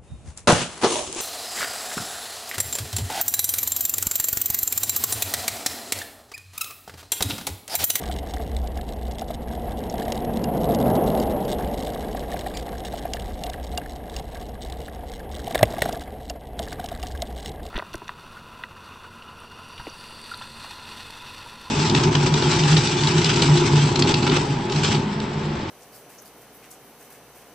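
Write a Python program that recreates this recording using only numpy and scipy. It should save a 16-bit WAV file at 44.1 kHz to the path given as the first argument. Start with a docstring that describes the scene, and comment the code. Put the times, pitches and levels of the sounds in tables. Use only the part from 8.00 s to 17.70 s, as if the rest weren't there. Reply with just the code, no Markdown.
"""Bicycle climbing an asphalt road

Heard by one microphone in a closed case clamped to the frame. Noise through resonances makes the frame hum;
shaped noise makes the broad roar. Blows excite short tones and noise bursts in the case, loose parts and mount.
A car passes the other way as distance-faded noise with Doppler-shifted peaks, and a thin rub chirrs once.
A coarse sampler holds each sample, so the whole sound is mirrored into the treble."""
import sys
import numpy as np
from scipy import signal
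from scipy.fft import rfft, irfft, next_fast_len
from scipy.io import wavfile
from scipy.ndimage import map_coordinates

SR = 44100
rng = np.random.default_rng(int(sys.argv[2]) if len(sys.argv) > 2 else 0)


def int16_out(signal):
    """Quantize to a 16-bit WAV file."""
    q = np.round(np.clip(np.atleast_2d(signal).T, -1, 1) * 32767)
    wavfile.write(sys.argv[1], SR, q.astype(np.int16))


N = 427769

# Levels of the broad roar, which also swells around the passing car, and of the rattle.
# Each row: time in seconds, level of the roar in dB, level of the rattle in dB.
RIDE_LEVELS = [(0.0, -33.5, -45), (0.6, -38.5, -54.5), (1.4, -40, -52.5), (2.0, -35, -50.5),
               (3.0, -31.5, -49), (3.8, -35, -46), (4.5, -37, -46), (5.2, -39, -49.5), (5.8, -39, -52.5),
               (6.5, -40.5, -52.5), (7.3, -40, -55.5), (7.55, -35.5, -43.5), (7.94, -33, -43.5),
               (8.0, -38.5, -54), (8.45, -44.5, -58), (8.56, -40, -65), (8.62, -37.5, -51.5),
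               (8.8, -39, -48), (9.1, -39.5, -49.5), (9.7, -40.5, -55.5)]


def road_roar():
    """Broadband excitation: shaped noise gives a wavering roar, and small blows a patter of knocks in the case."""
    # Spectral density of the roar. Each row: frequency in Hz, relative density in dB per Hz.
    roar_density = [(68, -33), (115, 2), (279, 2), (372, -3), (441, 3.5), (550, -5), (724, 2), (1300, -27),
                    (2060, -18.5), (2400, -29), (2600, -23), (3380, -23.5), (5720, -120)]
    roar = unit(rush(roar_density) * amp(1.96 * wobble(45)))
    case_modes = modes([(724, 56.0, -3.0), (511, 17.6, -6.5)])  # Hz, width Hz, dB
    small_knocks = bursts(chance(per_s=60, spread_db=2.0), t60=0.054)
    patter = unit(filtered(small_knocks, case_modes))
    roar_db = curves(RIDE_LEVELS)[0]
    return amp(roar_db) * (roar + amp(-6.0) * patter)


def frame_hum():
    """Forced resonance: noise excites the low modes of the frame."""
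    # Frame modes. Each row: frequency in Hz, width in Hz, relative level in dB.
    frame_modes = [(24, 19, -10.5), (63.3, 14.6, 0.5)]
    # Loudness of the hum. Each row: time in seconds, level in dB.
    hum_levels = [(0.0, -37), (0.25, -32), (1.7, -33), (2.4, -35.5), (3.3, -32.5), (4.6, -36.5), (5.5, -35),
                  (6.9, -37.5), (7.6, -33.5), (8.05, -37), (8.4, -42), (9.1, -33), (9.7, -41)]
    waver_db = 1.5  # scale of the random swell

    def response(f):
        return modes(frame_modes)(f) * modes([(42, 60, 0)])(f)

    hum = unit(filtered(rng.standard_normal(N), response))
    return amp(curves(hum_levels)[0] + waver_db * wobble(6)) * hum


def case_knocks():
    """Impulse response of a damped mode: each knock makes the case ring as a tone that swells and dies."""
    # Knocks on the case. Each row: start in seconds, peak level in dB, pitch in Hz.
    knocks = [(0.094, -24, 700), (0.335, -25.5, 760), (0.394, -26.5, 686), (1.217, -21, 697),
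              (1.302, -22, 670), (1.939, -21, 690), (2.003, -23.5, 703), (2.079, -17.5, 697),
              (2.122, -22, 517), (4.146, -22.5, 746), (4.34, -19, 695), (4.463, -23, 740),
              (4.724, -26, 690), (4.938, -19.5, 704), (5.052, -18, 708), (5.142, -24, 707),
              (5.439, -27, 690), (5.467, -27, 720), (5.491, -25.5, 720), (5.779, -22, 700),
              (7.474, -21, 720), (7.506, -23, 703), (7.555, -10, 680), (7.593, -25, 650), (7.61, -14, 695),
              (7.6305, 0.5, 547), (7.736, -20, 660), (7.782, -22, 700), (7.823, -11, 534),
              (7.858, -15.5, 680), (7.889, -20, 665), (7.93, -25.5, 690), (7.96, -29, 690),
              (8.301, -25, 695), (8.35, -32.5, 690), (8.595, -22, 682), (8.793, -24, 733),
              (8.839, -25.5, 716), (8.915, -24, 694), (9.032, -24.5, 725), (9.222, -21, 660)]
    swell_s, quicker_per_db = 0.0043, 0.09  # a knock of -21.5 dB peaks after swell_s; harder ones are quicker
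    out = np.zeros(N + SR)
    t = np.arange(SR // 10) / SR
    for s, db, hz in knocks:
        u = t / swell_s * np.exp(quicker_per_db * (db + 21.5))
        swell = (u * np.exp(1 - u)) ** 2
        drift = 0.061 * np.cumsum(rng.standard_normal(len(t)))  # phase noise roughens the tone
        tone = np.sin(2 * np.pi * (hz * t + rng.random()) + drift)
        out[round(s * SR):][:len(t)] += amp(db) * swell * tone
    return out[:N]


def crunch():
    """Shock excitation: hard road bumps crunch through everything as dying bursts of shaped noise."""
    # Road bumps. Each row: start in seconds, strength of the blow in dB.
    jolts = [(7.5484, -14), (7.6313, -2), (7.8193, -15)]
    # Spectral density of the crunch. Each row: frequency in Hz, relative density in dB per Hz.
    crunch_density = [(65, -26), (110, 8), (340, -9.5), (641, 8.5), (1240, -13), (2130, -5.5), (3200, -21),
                      (4160, -53), (7040, -120)]
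    bumps = np.zeros(N)
    for s, db in jolts:
        bumps[round(s * SR)] = amp(db)
    return filtered(bursts(bumps, t60=0.027), spectrum(crunch_density))


def rattles():
    """Impact excitation: loose parts ring under loud hits at set times and a dense, clumped random chatter."""
    # Sharp hits of a loose part. Each row: start in seconds, strength of the blow on the dull part in dB,
    # strength of the blow on the bright part relative to it in dB.
    ticks = [(0.056, -37, -2), (0.1223, -33.5, 1), (0.1865, -30.5, -1), (0.3368, -31.5, 0),
             (0.419, -42, -6), (0.566, -30, -6), (0.673, -36, 1), (0.7734, -34, -1), (0.8115, -32.5, -3),
             (0.8895, -36.5, -1), (1.1118, -37.5, 1), (1.1838, -33, -1), (1.194, -32.5, 1),
             (1.2123, -35, 3), (1.534, -40, -5), (1.8375, -35.5, -2), (1.898, -34.5, 5.5), (1.924, -34, -6),
             (1.981, -33, -5), (1.9986, -36, -5), (2.0217, -34, -1), (2.0518, -35, -2), (2.081, -36, -6),
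             (2.1212, -21.5, -1), (2.2485, -32, -5), (2.371, -31, -3), (2.4406, -30.5, 4),
             (2.7471, -27, 2.5), (3.072, -36.5, -3), (3.1012, -32, -6), (3.1503, -33.5, -6),
             (3.1749, -35, -1), (3.1996, -31, 4.5), (3.4498, -35, -2), (3.4811, -34.5, 1),
             (3.5232, -30.5, 0), (3.7422, -35, -10), (3.8473, -35, -1), (3.8697, -31, -7),
             (4.128, -35.5, 0), (4.194, -34.5, 1), (4.3917, -28, -3), (4.4097, -30.5, -6), (4.849, -32, 1),
             (4.9205, -40, -7), (4.9755, -36, -9), (4.993, -36, -2), (5.135, -26, 7), (5.4369, -26.5, 1.5),
             (5.4654, -30.5, -4), (5.499, -32, -1), (5.6402, -39, -3), (5.7754, -24, 5.5), (6.097, -33, -2),
             (6.164, -28.5, 2), (6.351, -38, 2), (6.6988, -36.5, -1), (6.7227, -30, -7),
             (7.4688, -32.5, -9), (7.509, -30.5, -5), (7.546, -24, -3), (7.552, -20.5, -7),
             (7.559, -32, -7), (7.5779, -28, -6), (7.59, -31, -1), (7.6287, -12.5, -4), (7.6544, -34, -1),
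             (7.7046, -37, 4), (7.792, -31, -8), (7.8196, -12, -9), (7.853, -36, 0), (7.9252, -33, 7),
             (8.2979, -29, 5.5), (8.5917, -25, -1.5), (8.628, -33, -5), (8.728, -30, -1), (8.7993, -34, -9),
             (8.8414, -33, -4), (8.86, -32.5, 1), (8.8872, -33.5, 2), (9.0283, -31, 1), (9.0685, -35, 4),
             (9.2203, -23.5, -3), (9.459, -28.5, 1.5), (9.6644, -36.5, -1)]
    # Modes of the dull part. Each row: frequency in Hz, width in Hz, relative level in dB.
    dull_modes = [(2063, 300, -3), (3020, 230, 1.5), (3600, 700, 1.5), (4200, 380, -1)]
    # Modes of the bright part. Each row: frequency in Hz, width in Hz, relative level in dB.
    bright_modes = [(2807, 79, -5), (4665, 190, -6.5), (5547, 260, -3)]
    dull_hits, bright_hits = np.zeros(N), np.zeros(N)
    for s, db, bright_db in ticks:
        dull_hits[round(s * SR)] = amp(db)
        bright_hits[round(s * SR)] = amp(db + bright_db)

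    chatter_db = shaking()
    clumps = amp(3.8 * wobble(14))
    small_hits = unit(bursts(clumps * chance(per_s=150, spread_db=3.0), t60=0.01))
    hiss = amp(-13.0) * rng.standard_normal(N)
    chatter = amp(chatter_db) * (small_hits + hiss)

    dull = filtered(bursts(dull_hits, t60=0.016) + chatter, modes(dull_modes))
    bright = filtered(bursts(bright_hits, t60=0.015) + amp(-2.5) * chatter, modes(bright_modes))
    return dull + bright


def mount():
    """Damped vibration: each clank of the mount is a rough ring near its own pitch, over many small chinks."""
    # Clanks of the mount. Each row: start in seconds, level in dB ahead of the envelope, pitch in Hz.
    clanks = [(0.3691, -26.5, 1850), (0.788, -30.5, 1660), (1.5316, -33, 1600), (2.0183, -26, 1600),
              (3.607, -27, 1650), (4.1475, -31.5, 1950), (4.322, -26, 1950), (4.364, -26.5, 1680),
              (4.462, -25, 1860), (4.6807, -33, 1790), (4.7533, -30, 1640), (5.133, -33, 1700),
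              (5.1684, -25, 1660), (5.54, -24.5, 1640), (5.8153, -29.5, 1720), (5.8591, -27, 1690),
              (6.1634, -34, 1900), (6.8824, -26.5, 1720), (7.201, -32, 1710), (7.394, -30, 1620),
              (7.555, -14.5, 1720), (7.591, -19, 1590), (7.6311, -16, 2150), (7.788, -29, 1620),
              (7.8202, -10, 1780), (7.8546, -23, 1640), (7.894, -25.5, 1580), (7.944, -27, 1640),
              (8.017, -32, 1600), (8.0745, -35, 2070), (8.297, -32, 1810), (8.589, -29.5, 1770),
              (8.675, -27.5, 1810), (8.7232, -25, 1580), (8.795, -27, 1670)]
    out = np.zeros(N + SR)
    t = np.arange(SR // 20) / SR
    envelope = (1 - np.exp(-t / 0.001)) * amp(-60 * t / 0.025)  # 1 ms rise, 60 dB fall in 25 ms
    for s, db, hz in clanks:
        drift = 0.17 * np.cumsum(rng.standard_normal(len(t)))  # phase noise roughens the ring
        out[round(s * SR):][:len(t)] += amp(db) * envelope * np.sin(2 * np.pi * hz * t + drift)

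    mount_modes = modes([(1136, 85, -4.0), (1624, 95, -2), (1980, 450, -11.0)])  # Hz, width Hz, dB
    small_hits = bursts(chance(per_s=71, spread_db=-2.5), t60=0.025)
    chinks = unit(filtered(small_hits, mount_modes))
    return out[:N] + amp(shaking() - 3.0) * chinks


def shaking():
    """Periodic modulation: the rattle level in dB follows its curve and swells once for each wheel turn."""
    wheel_s, wheel_hz, speedup_hz_per_s = 0.46, 2.49, 0.121  # a turn starts; turns a second then; their gain
    wheel_db = 0.5  # swing either way
    t = np.arange(N) / SR - wheel_s
    turns = wheel_hz * t + speedup_hz_per_s * t ** 2 / 2
    return curves(RIDE_LEVELS)[1] + wheel_db * np.cos(2 * np.pi * turns)


def scrape():
    """Friction noise: a short, thin rub flutters through a high resonance and a weaker lower one."""
    full_s, hold_s, edge_s, rub_db = 4.545, 0.05, 0.011, -45  # full level from, hold, fade at each end
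    t = np.arange(N) / SR - full_s
    stroke = np.clip(np.minimum(t + edge_s, hold_s + edge_s - t) / edge_s, 0, 1)
    rub_modes = modes([(2350, 250, -3), (4790, 230, 0)])  # Hz, width Hz, dB
    flutter = amp(rub_db + 3.0 * wobble(120))
    return stroke * flutter * unit(filtered(rng.standard_normal(N), rub_modes))


def car():
    """Doppler effect and distance loss: drone and tyre roar swell and fade, their narrow peaks drop in pitch."""
    # Spectral density of the engine drone. Each row: frequency in Hz, relative density in dB per Hz.
    drone_density = [(60, -41), (100, -7), (125, -6), (230, 1), (320, -13), (430, -54), (700, -120)]
    # Spectral density of the tyre roar. Each row: frequency in Hz, relative density in dB per Hz.
    tyre_density = [(180, -37), (300, -7), (393, -7), (468, -3.5), (634, -8), (795, -7.5), (1130, -25),
                    (1470, -32.5), (2400, -49), (3120, -64), (5280, -120)]
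    pass_s, closing_m_per_s, gap_m, sound_m_per_s = 2.9, 27, 8, 343  # pass_s and gap_m: engine nearest
    axles_m = 2  # the tyres sound from this far behind the engine
    drone_db, tyres_db = -21.5, -21.5  # at the nearest distance, the drone ahead of its shading
    drone_fall_db, tyres_fall_db = 26, 23.5  # loss for ten times the distance
    shade_db = 2  # the body gradually hides the engine as it passes
    drone_hz, song_hz = 212.7, 641  # narrow peaks of engine and tyres without Doppler shift

    along_m = closing_m_per_s * (np.arange(N) / SR - pass_s) - np.array([[0], [axles_m]])
    metres = np.hypot(gap_m, along_m)
    receding = along_m / metres  # -1 approaching, 1 going away
    doppler = 1 / (1 + closing_m_per_s * receding / sound_m_per_s)
    far = np.log10(metres / gap_m)

    drone = unit(rush(drone_density) + 0.47 * fuzzy(drone_hz * doppler[0], width_hz=30))
    tyres = unit(rush(tyre_density) + 0.43 * fuzzy(song_hz * doppler[1], width_hz=90))
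    shade = shade_db * (1 + receding[0]) / 2
    drone_gain = amp(drone_db - drone_fall_db * far[0] - shade)
    tyre_gain = amp(tyres_db - tyres_fall_db * far[1])
    return drone_gain * drone + tyre_gain * tyres


def amp(db):
    """Logarithmic level: decibels to gain."""
    return 10 ** (np.asarray(db) / 20)


def unit(x):
    """Power normalization: scale to rms 1."""
    return x / np.sqrt(np.mean(x ** 2) + 1e-20)


def curves(rows):
    """Linear interpolation: one value per sample for each column after the time."""
    s, *cols = np.transpose(rows)
    return [np.interp(np.arange(N) / SR, s, c) for c in cols]


def wobble(rate):
    """Slow random modulation: a smooth curve through rate random knots a second."""
    knots = rng.standard_normal(int(N * rate / SR) + 4)
    return map_coordinates(knots, [np.arange(N) * rate / SR])


def filtered(x, response):
    """Linear filtering: x times a response of frequency, scaled to keep the power of white noise."""
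    m = next_fast_len(N + SR // 2)  # zero padding leaves room for the tail
    h = response(np.fft.rfftfreq(m, 1 / SR))
    h = h / np.sqrt(np.mean(abs(h) ** 2))
    return irfft(rfft(x, m) * h, m)[:N]


def modes(table):
    """Modal superposition: causal response of resonances (Hz, width Hz, dB) with alternating sign."""
    def response(f):
        total = 0
        for k, (c, w, db) in enumerate(table):
            total = total + (-1) ** k * amp(db) * 1j * f * w / (c * c - f * f + 1j * f * w)
        return total
    return response


def spectrum(points):
    """Spectral envelope: (Hz, dB) points joined on a log axis."""
    hz, db = np.transpose(points)
    return lambda f: amp(np.interp(np.log(f + 1), np.log(hz + 1), db))


def rush(points):
    """Spectral shaping: noise of rms 1 with the given spectrum."""
    return unit(filtered(rng.standard_normal(N), spectrum(points)))


def fuzzy(hz, width_hz):
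    """Quadrature modulation: a narrow band of noise follows a moving centre."""
    turn = 2 * np.pi * np.cumsum(hz) / SR
    return unit(wobble(width_hz) * np.cos(turn) + wobble(width_hz) * np.sin(turn))


def bursts(blows, t60):
    """Exponential decay: each blow starts a puff of noise that falls 60 dB in t60 seconds."""
    fade = amp(-60 / (t60 * SR))
    return signal.lfilter([1], [1, -fade], blows) * rng.standard_normal(N)


def chance(per_s, spread_db):
    """Random arrivals: blows of overall rms 1 whose levels in dB spread exponentially up to a limit."""
    size = np.minimum(rng.exponential(size=N), 2.5)
    return unit((rng.random(N) < per_s / SR) * amp(spread_db * size))


def scene():
    """Superposition: all sources add at one microphone, which feeds both channels."""
    bicycle = road_roar() + frame_hum() + case_knocks() + crunch() + rattles() + mount() + scrape()
    return np.tile(bicycle + car(), (2, 1))


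def record(dry):
    """Zero-order hold: band-limit, sample coarsely, clip and hold, which leaves mirror images in the treble."""
    hold_hz, top_hz = 12000, 15350  # coarse sampling rate; final low-pass
    hz = np.fft.rfftfreq(N, 1 / SR)
    dry = irfft(rfft(dry) / np.sqrt(1 + (hz / 5550) ** 28), N)  # filter ahead of the sampler
    coarse = np.clip(signal.resample(dry, round(N * hold_hz / SR), axis=1), -1, 1)
    stairs = np.roll(np.repeat(coarse, 4, axis=1), -2, axis=1)  # four steps, centred on the sample
    wet = signal.resample(stairs, N, axis=1)
    return np.clip(irfft(rfft(wet) / (1 + (hz / top_hz) ** 60), N), -1, 1)


dry = scene()
out = record(dry)
int16_out(out)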